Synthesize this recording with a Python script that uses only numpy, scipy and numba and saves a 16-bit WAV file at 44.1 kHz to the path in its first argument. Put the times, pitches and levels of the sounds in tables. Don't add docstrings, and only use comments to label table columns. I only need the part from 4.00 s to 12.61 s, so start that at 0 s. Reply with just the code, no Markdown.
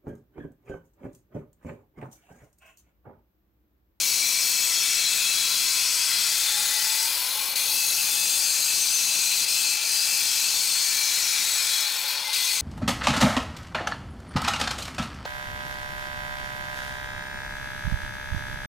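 import sys
import numpy as np
from scipy import signal
from scipy.fft import rfft, irfft, next_fast_len
from scipy.io import wavfile
from scipy.ndimage import uniform_filter1d, minimum_filter1d
from numba import njit

SR = 44100
rng = np.random.default_rng(int(sys.argv[2]) if len(sys.argv) > 2 else 0)


def int16_out(signal):
    q = np.round(np.clip(np.atleast_2d(signal).T, -1, 1) * 32767)
    wavfile.write(sys.argv[1], SR, q.astype(np.int16))


N = 379701
T = np.arange(N) / SR

# [dB per Hz, relative]
GRIT_SPECTRUM = [(700, -73.5), (1600, -53.5), (2200, -53), (2500, -48), (2900, -50), (3700, -47.5),
                 (4200, -37), (5000, -39.5), (5400, -46.5), (6400, -40), (7200, -43), (8700, -44.5),
                 (9300, -49), (10700, -43.5), (12900, -51), (15600, -49)]

GRIND_DB, GRIND_LIGHT_DB, GRIND_SWUNG_DB = -23.5, -6.5, -2
DUST_DB, DUST_SWUNG_DB = -7.5, 6
DUST_HISS_DB = 8.0
SCRAPE_DB, SCRAPE_DEEP_DB = -48, 5
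RUSH_DB, RUSH_LIGHT_DB = -56.5, -3.5
GUARD_DB, GUARD_LIGHT_DB, GUARD_SWUNG_DB = -61, 5.5, 7.5
GRIND_DB_PER_S, RUSH_DB_PER_S, GUARD_DB_PER_S, SCRAPE_DB_PER_S = -0.17, -0.1947, 1.2, 0.3146
SCRAPE_START_DB, SINK_S = -2, 0.44
SWING_AT_S, SWING_S = 3.54, 0.97
CRUISE_HZ = 44.3
RUSH_DB_PER_HZ = 0.14
THROB_DEPTH = 0.13
EASE_CURVE = 0.34
EDGE_RETURN = 0.84
EDGE_CURVE, EDGE_BACK_CURVE = 0.41, 1.9
BITE_DECAY_S = 0.025
LEFT_DB = 6
TOP_HZ = 15750


def undb(db):
    return np.exp(np.asarray(db) * (np.log(10) / 20))


def curves(rows):
    s, *columns = np.transpose(rows)
    return [np.interp(T, s, column) for column in columns]


def unit(x):
    return x / np.std(x)


def band_rms(x, lo_hz, hi_hz):
    hz = np.arange(N // 2 + 1) * SR / N
    in_band = (hz > lo_hz) & (hz < hi_hz)
    return np.sqrt(2 * np.sum(np.abs(rfft(x)[in_band]) ** 2)) / N


def colour(x, points):
    size = next_fast_len(N)
    hz, db = np.transpose(points)
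    bins = np.maximum(np.arange(size // 2 + 1) * SR / size, 1)
    gain = undb(np.interp(np.log(bins), np.log(hz), db))
    return irfft(rfft(x, size) * gain, size)[:N]


def walk(rate):
    steps = rng.standard_normal(2048)
    return np.sqrt(3 / 2) * np.interp(T * rate, np.arange(len(steps)), steps)


def bell(s, length):
    return np.exp(-np.minimum(((T - s) / length) ** 2, 40))


def swing(x, size=441):
    return np.sqrt(np.abs(uniform_filter1d(x ** 2, size)) + 1e-3)


@njit
def svf(x, hz, width):
    y, band, low = np.empty(len(x)), 0., 0.
    g, k = 0., 0.
    for i in range(len(x)):
        if i % 32 == 0:
            g = np.tan(np.pi * min(hz[i] / SR, .45))
            k = np.pi * width / SR * (1 + g * g) / g
        v = (band + g * (x[i] - low)) / (1 + g * (g + k))
        band, low, y[i] = 2 * v - band, low + 2 * g * v, k * v
    return y


def ring(force, hz, width_hz):
    hz = hz * np.ones(N)
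    once = svf(force, hz, float(width_hz))
    return unit(svf(once, hz, float(width_hz)))


def overtones(force, t60, share, turnover=1.448):
    t = np.arange(SR // 5) / SR
    decay = np.exp(-np.log(1000) * t / t60)
    angle = np.pi / 2 * turnover * T
    blend = np.zeros(N)
    for k in range(4):
        response = rng.standard_normal(len(t)) * decay
        rings = unit(signal.oaconvolve(force, response)[:N])
        blend += rings * np.cos(angle + k * np.pi / 4) ** 2
    share = np.clip(share, 0, 1)
    return np.sqrt(1 - share) * force + np.sqrt(share) * unit(blend)


def easing():
    # start_s [s], lightest_s [s], bite_time_s [s],
    # lightness [0-1], reach [0-1, 1 = at the edge of the block]
    ease_offs = [(3.063, 3.555, 0.0022, 0.65, 0.65), (5.447, 5.46, .025, 0.6, 0.75),
                 (5.736, 5.795, 0.12, 0.42, 0.25), (7.82, 8.33, .002, 0.9, 0.78)]
    light, edge = np.zeros(N), np.zeros(N)
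    for start, top, bite, size, reach in ease_offs:
        back = top + bite
        light += size * np.interp(T, [start, top, back], [0, 1, 0]) ** EASE_CURVE
        way = np.interp(T, [start, top, back + EDGE_RETURN * (top - start)], [0, 1, 0])
        edge += reach * way ** np.where(T < top, EDGE_CURVE, EDGE_BACK_CURVE)
    return light, edge


def throb(turns, depth, second=0.29, third=0.22, fourth=0.26, uneven=0.38):
    lobes = np.zeros(N)
    for k, size in enumerate([1, second, third, fourth]):
        lobes += size * np.cos(2 * np.pi * ((k + 1) * turns + uneven * walk(1.93)))
    return np.exp(depth * lobes - depth ** 2)


def disc(deep, edge, dust, wander=0.0018, swell_db=1.5, flicker_db=2.0, lock=0.028):
    # top_db [dB], half_deep_db [dB], deep_db [dB], edge_db [dB]
    disc_modes = [(2078,250,-30,-22,-18.5,-16.5), (2304,140,-35,-16,-35,-33),
                  (2468,217,-14.5,-19.5,-16,-11), (2604,123,-13,-28,-25,-24), (2760,140,-23,-26,-25,-17),
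                  (3040,240,-19.5,-26,-21,-19), (3290,95,-20,-18,-28,-12), (3350,130,-22.5,-20.5,-18,-13),
                  (3555,180,-17,-17,-14,-10), (3877,179,-33,-20.5,-19.5,-9.5), (4022,275,-11,-13,-13,-7.5),
                  (4261,164,-11.5,-12,-14.5,-7.5), (4406,194,-13.5,-15.5,-14,-7.5),
                  (4622,78,-14.5,-29,-22,-27), (4785,220,-9.5,-19,-10,-10.5), (5000,190,-15.5,-21,-20,-15),
                  (5227,230,-13,-13,-12.5,-13), (5480,130,-27,-16,-14,-13), (5600,170,-14,-23,-16,-16),
                  (5790,220,-12,-10,-14.5,-17), (6206,120,-14,-17.5,-17,-15), (6425,400,-8.5,-19,-13.5,-19),
                  (6600,79,-14,-14.5,-30,-27.5), (6890,280,-16.5,-13,-16,-24), (7510,290,-13,-17.5,-16,-23),
                  (7760,160,-12.5,-17,-22,-22), (7863,125,-29,-11,-13.5,-33), (8090,230,-14,-18.5,-18,-24),
                  (8526,210,-11,-20,-32.5,-32), (8810,480,-12,-15,-11.5,-11), (9590,250,-20.5,-25,-28,-27),
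                  (9760,260,-18.5,-21.5,-20.5,-27), (10800,250,-17,-32.5,-34,-16),
                  (11260,170,-25,-37,-36,-29.5), (12140,344,-19,-23,-30,-23), (13380,400,-18,-21,-20,-14),
                  (14400,650,-15.5,-16,-21,-14.5)]
    out = np.zeros(N)
    force = overtones(rng.standard_normal(N), t60=0.2, share=0.6, turnover=1.5)
    drift = 1 + wander * walk(3.2)
    for hz, width_hz, *by_depth_db, at_edge_db in disc_modes:
        mode = ring(np.roll(force, rng.integers(N)), hz * drift, width_hz)
        mode = unit(mode / swing(mode) ** lock)
        in_slot = np.interp(deep, [0, .5, 1], undb(by_depth_db) ** 2)
        at_edge = undb(at_edge_db) ** 2
        strength = np.sqrt(in_slot + (at_edge - in_slot) * np.clip(edge, 0, 1))
        flutter = undb(swell_db * walk(4) + flicker_db * walk(22))
        out += mode * strength * flutter * (dust if hz > 9200 else 1)
    return out


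def grit(edge, dust, grain_db=2, edge_db=-6):
    grain = np.repeat(rng.standard_normal(N // 16 + 1), 16)[:N]
    cracks = unit(rng.standard_normal(N) * undb(grain_db * grain))
    hiss = colour(overtones(cracks, t60=.1, share=.5), GRIT_SPECTRUM) * np.sqrt(SR / 2)
    sharp = signal.sosfiltfilt(signal.butter(6, 5200, "high", fs=SR, output="sos"), hiss)
    fine = signal.sosfiltfilt(signal.butter(6, 9200, "high", fs=SR, output="sos"), hiss)
    return hiss - sharp + undb(edge_db * edge) * (sharp - fine) + dust * fine


def block(pressure, flicker_db=0.83):
    # [dB, relative]
    block_spectrum = [(300, -48), (600, -21), (800, -15), (1000, -12), (1200, -13), (1380, -6.5),
                      (1560, -8.5), (1750, -4), (2000, -3), (2200, -7), (2400, -7.5), (2900, -4.5),
                      (3400, -4), (5000, -54)]
    force = overtones(rng.standard_normal(N), t60=0.048, share=0.46, turnover=1.203)
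    scrape = colour(pressure * force, block_spectrum)
    return scrape / band_rms(scrape, 1200, 2200) * undb(flicker_db * walk(14))


def gears(turns, whine_db, speed, runout=0.32, flicker_db=2.5, slack_per_hz=0.035, tight_hz=43):
    teeth, jitter = 23, .075
    rattle = jitter + slack_per_hz * np.maximum(speed - tight_hz, 0)
    mesh = np.sin(2 * np.pi * (teeth * turns + rattle * walk(130)))
    wobble = 1 + runout * np.cos(2 * np.pi * turns)
    return undb(whine_db) * unit(mesh * wobble * undb(flicker_db * walk(17)))


def blade_guard():
    # [dB, relative]
    guard_modes = [(547, 110, -10), (863.4, 100, -0.5), (1030, 120, -8.5), (2050, 260, -19)]
    shake = rng.standard_normal(N)
    return sum(undb(db) * ring(shake, hz, width_hz) for hz, width_hz, db in guard_modes)


def rumble(bass_db=0):
    # [dB, relative]
    rush_spectrum = [(12, -40), (25, -29), (50, -14), (80, -6), (125, -0.5), (250, -0.5), (400, -2),
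                     (700, -1), (1200, -2), (2500, -15)]
    rush = colour(rng.standard_normal(N), rush_spectrum)
    rush = rush / band_rms(rush, 70, 400)
    bass = signal.sosfiltfilt(signal.butter(4, 290, fs=SR, output="sos"), rush)
    return rush + (undb(bass_db) - 1) * bass


def squeals(flicker_db=3.0, waver_per_s=150):
    # [dB, relative]
    squeal_tones = [(0.198, 0.33, 2310, 17, -44), (.3, 0.86, 5760, 32, -36),
                    (0.795, 0.15, 1334, 7.4, -48.5), (1.55, 0.48, 1335, 29, -50), (1.1, 1, 2610, 35, -36.5),
                    (1.2, 0.86, 3322, 20.1, -38), (1.074, 0.031, 4040, 15, -29),
                    (1.15, 0.35, 4100, 25, -49), (.8, .6, 5240, 35, -38), (.4, 0.6, 6700, 35, -40),
                    (1.2, 0.44, 8050, 23, -44), (1.569, .06, 3296, 27, -33), (2.05, 0.45, 2540, 28.5, -40),
                    (2.248, 0.304, 3280, 27, -38.5), (2.17, 0.053, 4160, 45, -30),
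                    (2.6, 0.23, 3690, 35, -37), (2.8, 0.21, 1990, 33, -39.5), (2.97, 0.23, 4830, 66, -34.5),
                    (3.613, 0.042, 2545, 75, -35), (3.72, 0.093, 4280, 38, -44),
                    (3.812, 0.12, 2590, 55, -32), (4.178, 0.1, 2590, 22, -37), (3.86, .14, 6560, 26, -34),
                    (4.27, 0.25, 3535, 18, -36), (4.5, 0.47, 6530, 29, -33), (4.5, 0.32, 7630, 31, -33),
                    (4.908, 0.14, 6140, 28, -28), (5, .3, 5800, 27, -35), (5.202, 0.32, 4020, 25, -34),
                    (6, 0.25, 5120, 30, -44), (6.1, .3, 4970, 60, -32), (5.4, .9, 2627, 45, -41.5),
                    (6.75, .35, 4430, 57, -33), (6.9, 0.25, 6330, 45, -36), (7, 0.26, 1775, 24, -47),
                    (7.15, 0.24, 4230, 63, -33), (7.45, .55, 3860, 55, -36.5),
                    (7.8, 0.14, 3380, 22.5, -36.5), (7.6, 0.65, 2460, 22, -41.5),
                    (8.276, 0.049, 2080, 17, -38), (8.291, .009, 868, 17, -34), (8.48, 0.1, 2440, 29, -51),
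                    (8.56, 0.0065, 4280, 34, -29)]
    waver, flicker, out = walk(waver_per_s), undb(flicker_db * walk(45)), np.zeros(N)
    for s, length, hz, spread_hz, db in squeal_tones:
        near = np.flatnonzero(np.abs(T - s) < 2.5 * length)
        own = (near + rng.integers(N)) % N
        phase = 2 * np.pi * np.cumsum(hz + spread_hz * waver[own]) / SR
        swell = np.exp(-((T[near] - s) / length) ** 2)
        out[near] += np.sqrt(2) * undb(db) * swell * flicker[own] * np.sin(phase)
    return out


def bites():
    # start_s [s], level_db [dB]
    catches = [(3.559, -21.5), (8.331, -24)]
    chips = unit(colour(rng.standard_normal(N), GRIT_SPECTRUM))
    return chips * sum(undb(db) * (T >= s) * np.exp(-np.abs(T - s) / BITE_DECAY_S) for s, db in catches)


def scene(hand_db=-0.03, gust_db=1.17):
    # time_s [s], turn_rate_hz [Hz], whine_db [dB]
    speed_rows = [(0, 45.8, -62), (.4, 45.4, -57), (.7, 42.9, -56), (1.05, 44.3, -55), (1.3, 45.7, -55),
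                  (1.55, 46.2, -51), (1.8, 44.9, -52), (2.0, 41.8, -53), (2.3, 38.8, -54),
                  (2.56, 36.2, -46.5), (2.8, 37.4, -46), (3.0, 38.5, -43.5), (3.2, 42.3, -46),
                  (3.36, 46, -44.5), (3.5, 49, -49), (3.65, 49.5, -60), (5.9, 49, -68), (6.6, 47, -63),
                  (7.3, 45.4, -55.5), (7.75, 45.3, -58), (7.95, 44.8, -51.5), (8.12, 43.1, -48),
                  (8.24, 41.8, -50), (8.33, 45, -56), (8.61, 45.5, -58)]
    # time_s [s], depth [0 = on top of the block, 1 = deep in the slot]
    slot_rows = [(0, .48), (.5, .48), (1.6, .7), (2.1, 1), (3, 1), (3.5, .5), (3.75, 0), (5.6, 0),
                 (6.4, .08), (7, .42), (7.8, .52), (8.3, .5), (8.61, .3)]
    # middle_s [s], length_s [s, middle to 1/e], change_db [dB]
    level_dip_rows = [(3.548, 0.011, -4), (5.461, 0.012, -1), (1.47, 0.054, -0.5), (3.43, 0.053, 0.5),
                      (3.66, 0.05, -1), (5.79, .04, -1), (7.92, 0.056, 0), (5.968, 0.026, 0.5),
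                      (8.103, 0.038, 1.5), (8.24, 0.047, -1.5), (8.6, 0.037, -1.5)]
    # middle_s [s], length_s [s, middle to 1/e], change_db [dB]
    lull_rows = [(3.25, 0.32, -6), (5.84, 0.07, -12), (8.15, 0.62, -3)]
    speed, whine_db = curves(speed_rows)
    deep, = curves(slot_rows)
    turns = np.cumsum(speed) / SR
    light, edge = easing()
    swung = bell(SWING_AT_S, SWING_S)
    level_dip_db = sum(db * bell(s, length) for s, length, db in level_dip_rows)
    lull_db = sum(db * bell(s, length) for s, length, db in lull_rows)

    grind_db = GRIND_DB + GRIND_LIGHT_DB * light + GRIND_SWUNG_DB * swung
    grind_db += GRIND_DB_PER_S * T + hand_db * walk(5.4) + level_dip_db
    dust_db = DUST_DB + DUST_SWUNG_DB * swung + level_dip_db
    scrape_db = SCRAPE_DB + SCRAPE_DEEP_DB * deep
    scrape_db += SCRAPE_DB_PER_S * T + SCRAPE_START_DB * bell(0, SINK_S)
    rush_db = RUSH_DB + RUSH_DB_PER_HZ * (speed - CRUISE_HZ) + RUSH_LIGHT_DB * light
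    rush_db += RUSH_DB_PER_S * T + gust_db * walk(11)
    guard_db = GUARD_DB + GUARD_LIGHT_DB * light + GUARD_SWUNG_DB * swung + GUARD_DB_PER_S * T

    pressure = throb(turns, THROB_DEPTH)
    dust = undb(dust_db + DUST_HISS_DB)
    cut = undb(-0.8) * disc(deep, edge, dust) + undb(-0.2) * grit(edge, dust)
    cut *= (np.sqrt(1 + undb(dust_db) ** 2) / swing(cut)) ** .5
    cutter = undb(grind_db) * pressure * cut
    cutter += undb(scrape_db) * block(pressure)
    cutter += gears(turns, whine_db, speed)
    cutter += undb(guard_db) * blade_guard()
    cutter += undb(rush_db) * rumble(lull_db)
    cutter += undb(-1.0) * squeals()
    cutter += bites()
    side = undb(rush_db - 17.0) * rumble(lull_db)
    left = undb(LEFT_DB)
    return np.array([left * cutter, cutter]) * 2 / (1 + left) + np.array([side, -side])


def record(dry):
    ceiling = .25
    allowed = np.minimum(1, ceiling / (np.abs(dry).max(axis=0) + 1e-9))
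    gain = uniform_filter1d(minimum_filter1d(allowed, size=45), size=45)
    top_cut = signal.ellip(12, .1, 90, TOP_HZ, fs=SR, output="sos")
    return signal.sosfilt(top_cut, dry * gain)


dry = scene()
out = record(dry)
int16_out(out)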